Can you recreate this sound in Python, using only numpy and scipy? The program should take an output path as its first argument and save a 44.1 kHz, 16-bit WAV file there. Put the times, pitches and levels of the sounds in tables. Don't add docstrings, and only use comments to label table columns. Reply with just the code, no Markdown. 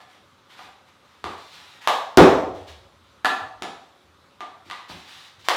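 import sys
import numpy as np
from scipy import signal
from scipy.fft import rfft, irfft
from scipy.io import wavfile
from scipy.ndimage import uniform_filter1d

SR = 44100
rng = np.random.default_rng(int(sys.argv[2]) if len(sys.argv) > 2 else 0)


def boost_factor(decibels):
    exponent = np.asarray(decibels, float) / 20
    return 10 ** exponent


def transcribe(signal):
    frames = np.atleast_2d(signal).T
    limited = np.clip(frames, -1, 1)
    pcm = np.round(limited * 32767).astype(np.int16)
    wavfile.write(sys.argv[1], SR, pcm)


N = 245195

# pitch_hz (before detuning), level_db (relative), t60_s (before grip damping)
HOOK_MODES = [(1340, -1, .045), (1520, -2, .015), (1730, 0, .09)]
SHAFT_MODES = [(520, -4, .02), (620, -3, .025), (750, 0, .045)]
BLADE_MODES = [(890, -6, .03), (1030, -5, .015), (1135, -4, .06), (1205, 0, .11)]
TOE_MODES = [(1965, 0, .06), (2180, -4, .025), (2800, -6, .025), (4280, -8, .015)]
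COLOUR_PLACES = [0.001, .4, .75, 1.101]
COLOUR_DB = [0., 0.5, 0., -2.5]
# (per Hz, relative)
CLACK_SPECTRUM = [(500, -17), (1000, 6), (2000, -4), (3500, -6), (5500, -16), (9000, -20), (16000, -23)]
# start_s, level_db, place (as COLOUR_PLACES), ring_share (left by grip), tick_db (re knock)
KNOCKS = [(0.0034, -46, 0.28, 1, -9), (0.5915, -41.5, .45, 0.95, -9), (1.2411, -28.5, 0.62, 0.17, -21),
          (1.874, -12, 0.39, 0.13, -11.5), (3.2464, -11.5, 0, 0.88, -15), (3.2556, -20.5, 0.98, 0.71, -18),
          (3.6218, -27, 0.43, 0.24, 3), (3.632, -34, .1, 0.97, -5), (4.4059, -35, 0.62, 0.83, -10.5),
          (4.6992, -34.5, 0.99, 0.84, -25), (4.711, -31.5, 1.1, .5, -25), (4.899, -37.5, .55, 0.12, -17),
          (5.4855, -10.5, 0.3, 0.14, -6)]
STICK_HZ = 340
REACH_DB = -42
CONTACT_S, SOFTENING = 0.0004, -0.11
CLACK_DB, CLACK_REACH_DB, CLACK_PER_TICK = 4, -9, 0.085
CLACK_KNEE_HZ, BRIGHTENING = 8450, 0.16
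CLACK_RISE_S, TICK_LAG_S = 0.00051, 0.0009


def stick():
    out = np.zeros(N)
    colours = (HOOK_MODES, SHAFT_MODES, BLADE_MODES, TOE_MODES)
    for start_s, level_db, place, ring_share, tick_db in KNOCKS:
        distance_sq = (place - np.array(COLOUR_PLACES)) ** 2
        rise_s = CONTACT_S * boost_factor(SOFTENING * (level_db + 12))
        colour_levels_db = level_db + np.array(COLOUR_DB) + REACH_DB * distance_sq
        for modes, colour_db in zip(colours, colour_levels_db):
            add(out, start_s, boost_factor(colour_db) * ring(modes, abs(ring_share), rise_s=rise_s))

        knee_hz = min(CLACK_KNEE_HZ * boost_factor(BRIGHTENING * (level_db + 31)), 18000)
        lowpass = signal.butter(2, knee_hz, fs=SR, output="sos")
        clack = signal.sosfilt(lowpass, burst(CLACK_SPECTRUM, 0.024, CLACK_RISE_S))
        clack_db = level_db + CLACK_DB + CLACK_REACH_DB * distance_sq[-1] + CLACK_PER_TICK * tick_db
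        add(out, start_s, boost_factor(clack_db) * clack)
        add(out, start_s + TICK_LAG_S, tick(level_db + tick_db))
    return signal.sosfilt(signal.butter(3, STICK_HZ, "high", fs=SR, output="sos"), out)


# (per Hz, relative)
TICK_SPECTRUM = [(1500, -32.5), (4000, -0.5), (5500, 3), (7000, -1), (10000, -9), (16000, -17.5)]
TICK_KNEE_HZ = 7000


def tick(level_db):
    hz = abs(np.fft.fftfreq(1024, 1 / SR))
    log_gain = np.log(boost_factor(read(harden(TICK_SPECTRUM, level_db, TICK_KNEE_HZ), hz)))
    click = np.fft.ifft(np.exp(np.conj(signal.hilbert(log_gain)))).real[:512]
    return boost_factor(level_db) * click / abs(click).max()


HARDENING = 0.1


def harden(spectrum, force_db, knee_hz):
    tilt_db = HARDENING * (force_db + 21.5)
    return [(hz, level_db + tilt_db * max(np.log2(hz / knee_hz), 0)) for hz, level_db in spectrum]


# pitch_hz (before detuning), level_db (relative), t60_s
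BOARD_MODES = [(75, -22, .15), (100, -7, .1), (140, -8, .06), (180, -6, .05), (226, -4, .06),
               (278, -5, .04), (336, 0, .07), (378, -1, .06), (522, -8, .04), (603, -8, .035),
               (669, -6, .04)]
# (per Hz, relative)
RATTLE_SPECTRUM = [(50, -36), (90, -4), (200, 2.5), (330, 8.5), (520, 1), (800, 0), (1400, -4), (2200, -13),
                   (3800, -20.5), (5500, -36.5), (9000, -51), (16000, -46)]
SHOT_S = 2.1729
SHOT_DB, SLAP_DB, RATTLE_DB = -3, -3, 0


def board():
    out = np.zeros(N)
    add(out, SHOT_S, tick(SLAP_DB))
    add(out, SHOT_S + 0.00054, boost_factor(RATTLE_DB) * burst(RATTLE_SPECTRUM, 0.051, 0.00065))
    add(out, SHOT_S + 0.00078, boost_factor(SHOT_DB) * ring(BOARD_MODES, rise_s=0.0075))
    return out


# pitch_hz (before detuning), level_db (relative), t60_s
THUD_MODES = [(143, -16, .05), (212, -0.5, 0.024), (364, 5.5, 0.017)]
# start_s, level_db
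THUDS = [(0.588, -49.5), (1.242, -31), (1.873, -36), (3.245, -30), (3.619, -30), (4.404, -45.5),
         (4.663, -45.5), (4.896, -38), (5.484, -41.5)]


def thuds():
    out = np.zeros(N)
    for start_s, level_db in THUDS:
        add(out, start_s, boost_factor(level_db) * ring(THUD_MODES, spread=0.074, rise_s=0.002))
    return out


# start_s, level_db, pitch_hz
STEPS = [(0.658, -66, 199.6), (1.169, -55, 76.6), (2.501, -28, 90), (2.698, -35, 79), (3.414, -35, 107),
         (4.661, -47, 96.3), (4.928, -42, 177), (5.379, -48.5, 90.8)]


def steps():
    out, t = np.zeros(N), np.arange(SR // 4) / SR
    rise = 1 - np.exp(-t / 0.0058)
    for start_s, level_db, pitch_hz in STEPS:
        fall = boost_factor(level_db - 60 * t / 0.066)
        add(out, start_s, fall * np.sin(2 * np.pi * pitch_hz * t) * rise)
    return out


# (per Hz, relative)
FIBRE_SPECTRUM = [(120, -47.5), (200, 2.5), (353, -24.5), (394, -11), (424, -32), (465, -26), (709, -27.5),
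                  (933, -11), (1680, 0.5), (3830, 2), (16000, -22.5)]
# (per Hz, relative)
DRAG_SPECTRUM = [(120, -57.5), (200, -23.5), (601, -25.5), (763, -4), (1910, -4), (2330, -6),
                 (14100, -30.5), (16000, -46.5)]
# start_s, length_s (before release), level_db, dullness (0-1)
STROKES = [(0.0, 0.02, -54, 0.16), (0.085, 0.072, -58.5, .45), (0.491, 0.055, -53, 0.68),
           (0.567, 0.09, -52.5, 0.74), (0.865, 0.024, -57, 0.46), (1.032, 0.34, -66, .5),
           (1.238, .1, -52.5, .7), (1.366, 0.18, -55.5, 0), (1.514, .26, -52.5, .4), (1.805, 0.1, -51, 1),
           (2.534, 0.084, -54.5, 0.37), (2.666, 0.034, -45.5, 0.29), (3.024, .17, -68.5, .3),
           (4.645, 0.16, -56.5, 0.35), (4.88, 0.042, -43.5, 0.2), (4.939, .13, -53.5, .3),
           (5.07, 0.2, -50, 0.27), (5.383, 0.036, -54.5, .05), (5.438, 0.042, -44.5, 0.47)]
STROKE_RISE_S, STROKE_FADE_DB, STROKE_RELEASE_S = 0.015, -4.5, 0.023


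def brush():
    t, hz = np.arange(N) / SR, np.fft.rfftfreq(512, 1 / SR)
    grain_db = 0.83 * np.minimum(rng.exponential(1, N // 64 + 1), 5)
    grains = boost_factor(grain_db).repeat(64)[:N]
    bright = evened(noise(boost_factor(read(FIBRE_SPECTRUM, hz))[:, None]) * grains)
    dull = evened(noise(boost_factor(read(DRAG_SPECTRUM, hz))[:, None]) * grains)
    out = np.zeros(N)
    for start_s, length_s, level_db, dullness in STROKES:
        since_s = np.maximum(t - start_s, 0)
        share = np.clip(dullness, 0, 1)
        bite = np.minimum(since_s / STROKE_RISE_S, 1)
        release = np.exp(-np.maximum(since_s - length_s, 0) / STROKE_RELEASE_S)
        drag = boost_factor(level_db + STROKE_FADE_DB * since_s / length_s)
        out += bite * release * drag * ((1 - share) * bright + share * boost_factor(4.5) * dull)
    return out


# (per Hz, relative)
HUM_SPECTRUM = [(12, -33), (20, -34), (86, -3.5), (251, -7), (382, -7), (492, -8.5), (551, -3), (634, -12),
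                (1240, -4), (1690, -13), (2730, -16.5), (3620, -17.5), (5360, -23), (15200, -37.5),
                (16500, -50)]
# start_s, level_db, t60_s
RUMBLES = [(0.3, -77, 0.54), (0.62, -72, 1.7), (1.23, -41.5, 0.47), (2.3, -40.5, 1.86), (3.41, -51, 0.24),
           (3.55, -57, 0.64), (4.04, -62.5, 1.8), (4.65, -68.5, 0.83), (4.9, -48.5, 0.52),
           (5.379, -62, 0.44)]
HUM_DB, RUMBLE_FLOOR_DB, RUMBLE_RISE_S = -57.5, -80.5, 0.0069


def hum():
    hz, t = np.fft.rfftfreq(N, 1 / SR), np.arange(N) / SR
    patches = uniform_filter1d(rng.standard_normal((N // 128 + 5, 257)), 20, 0)
    patches = evened(uniform_filter1d(patches, 6, 1)).T
    air = irfft(rfft(noise(boost_factor(1.5 * patches))) * boost_factor(read(HUM_SPECTRUM, hz)), N)
    low = irfft(rfft(rng.standard_normal(N)) / (1 + ((hz - 82) / 22) ** 4), N)
    load = boost_factor(RUMBLE_FLOOR_DB)
    for start_s, level_db, t60_s in RUMBLES:
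        rise = np.clip((t - start_s) / RUMBLE_RISE_S, 0, 1)
        load = load + rise * boost_factor(level_db - 60 * np.maximum(t - start_s, 0) / t60_s)
    return boost_factor(HUM_DB) * evened(air) + load * evened(low)


# freq_hz, t60_s, return_db (relative)
WALLS = [(81, 0.3, 0), (247, 0.52, 2), (681, 0.75, 1.5), (1430, 0.55, 0), (3094, 0.52, 0), (5850, 0.57, -2),
         (11740, 0.45, -3.5), (16000, 0.54, -5)]
# delay_s (before 4 % jitter), level_db
ECHOES = [(.0048, -12), (.0095, -7), (0.0143, -9.5), (.021, -12.5), (.030, -22.5)]
HALL_DB, BUILD_S = 0.5, 0.011


def hall(x):
    taps, walls = np.zeros((3, SR)), np.array(WALLS)
    slots = np.arange(100, SR - 20, 16)
    at = slots + rng.integers(0, 16, (3, len(slots)))
    np.put_along_axis(taps, at, rng.choice([-1., 1.], at.shape), 1)

    hz, t, z = signal.stft(taps, SR, nperseg=512)
    return_db = read(walls[:, ::2], hz)[:, None]
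    t60_s = read(walls[:, :2], hz)[:, None]
    tails = signal.istft(z * boost_factor(return_db - 60 * t / t60_s), SR, nperseg=512)[1][:, :SR]
    tails *= (1 - np.exp(-np.arange(SR) / SR / BUILD_S)) * (np.arange(SR) > 100)
    tails *= boost_factor(HALL_DB) / np.linalg.norm(tails, axis=1, keepdims=True)
    for delay_s, level_db in ECHOES:
        delays = np.round(delay_s * SR * rng.uniform(0.96, 1.04, 3)).astype(int)
        tails[range(3), delays] += boost_factor(level_db)

    turn = np.arange(N) / SR * 2 * np.pi / 1.7 + np.arange(3)[:, None] * 2 * np.pi / 3
    sends = x * np.cos(turn) * np.sqrt(2 / 3)
    return x + signal.fftconvolve(sends, tails, axes=1)[:, :N].sum(0)


def ring(modes, damping=1., spread=0.005, rise_s=0.0003):
    t = np.arange(SR // 5)[:, None] / SR
    hz, level_db, t60_s = np.transpose(modes)
    hz = hz * (1 + spread * rng.standard_normal(len(hz)))
    sign = (-1) ** np.arange(len(hz))
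    fall = boost_factor(level_db - 60 * t / (damping * t60_s))
    out = (sign * fall * np.sin(2 * np.pi * hz * t)).sum(1)
    out *= 1 - np.exp(-t[:, 0] / rise_s)
    return out / abs(out).max()


def burst(spectrum, t60_s, rise_s):
    hz, t = np.fft.rfftfreq(4096, 1 / SR), np.arange(4096) / SR
    envelope = boost_factor(-60 * t / t60_s) * (1 - np.exp(-(t / rise_s) ** 2))
    window = 1 + int(t60_s * SR / 4)
    x = rng.standard_normal(4096) * envelope
    for _ in range(6):
        z = rfft(x)
        x = irfft(boost_factor(read(spectrum, hz)) * z / (abs(z) + 1e-30))
        power = abs(uniform_filter1d(x ** 2, size=window, mode="wrap"))
        x *= envelope / np.sqrt(power + 1e-30)
    return x


def noise(gain):
    z = rng.standard_normal((N // 128 + 5, 257, 2)) @ [1, 1j]
    return signal.istft(z.T * gain, nperseg=512, noverlap=384)[1][:N]


def evened(x):
    return x / np.sqrt(np.mean(x ** 2) + 1e-20)


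def read(points, hz):
    f, value = np.transpose(points)
    return np.interp(np.log(hz + 1), np.log(f + 1), value)


def add(mix, start_s, sound):
    part = mix[round(start_s * SR):][:len(sound)]
    part += sound[:len(part)]


def scene():
    return (hall(stick() + thuds() + board() + steps() + brush()) + hum())[None]


def top_cut(x):
    return signal.sosfilt(signal.butter(12, 16780, fs=SR, output="sos"), x)


MIC_HZ = 60.7
PORT_HZ, PORT_Q, PORT_GAIN = 3700, 4.6, 0.67
OVERLOAD = 0.97


def record(dry):
    x = signal.sosfilt(signal.butter(3, MIC_HZ, "high", fs=SR, output="sos"), dry)
    x = x + PORT_GAIN * signal.lfilter(*signal.iirpeak(PORT_HZ, PORT_Q, SR), x)
    clipped = x / (1 + abs(x / OVERLOAD) ** 12) ** (1 / 12)
    return top_cut(clipped)


dry = scene()
out = record(dry)
transcribe(out)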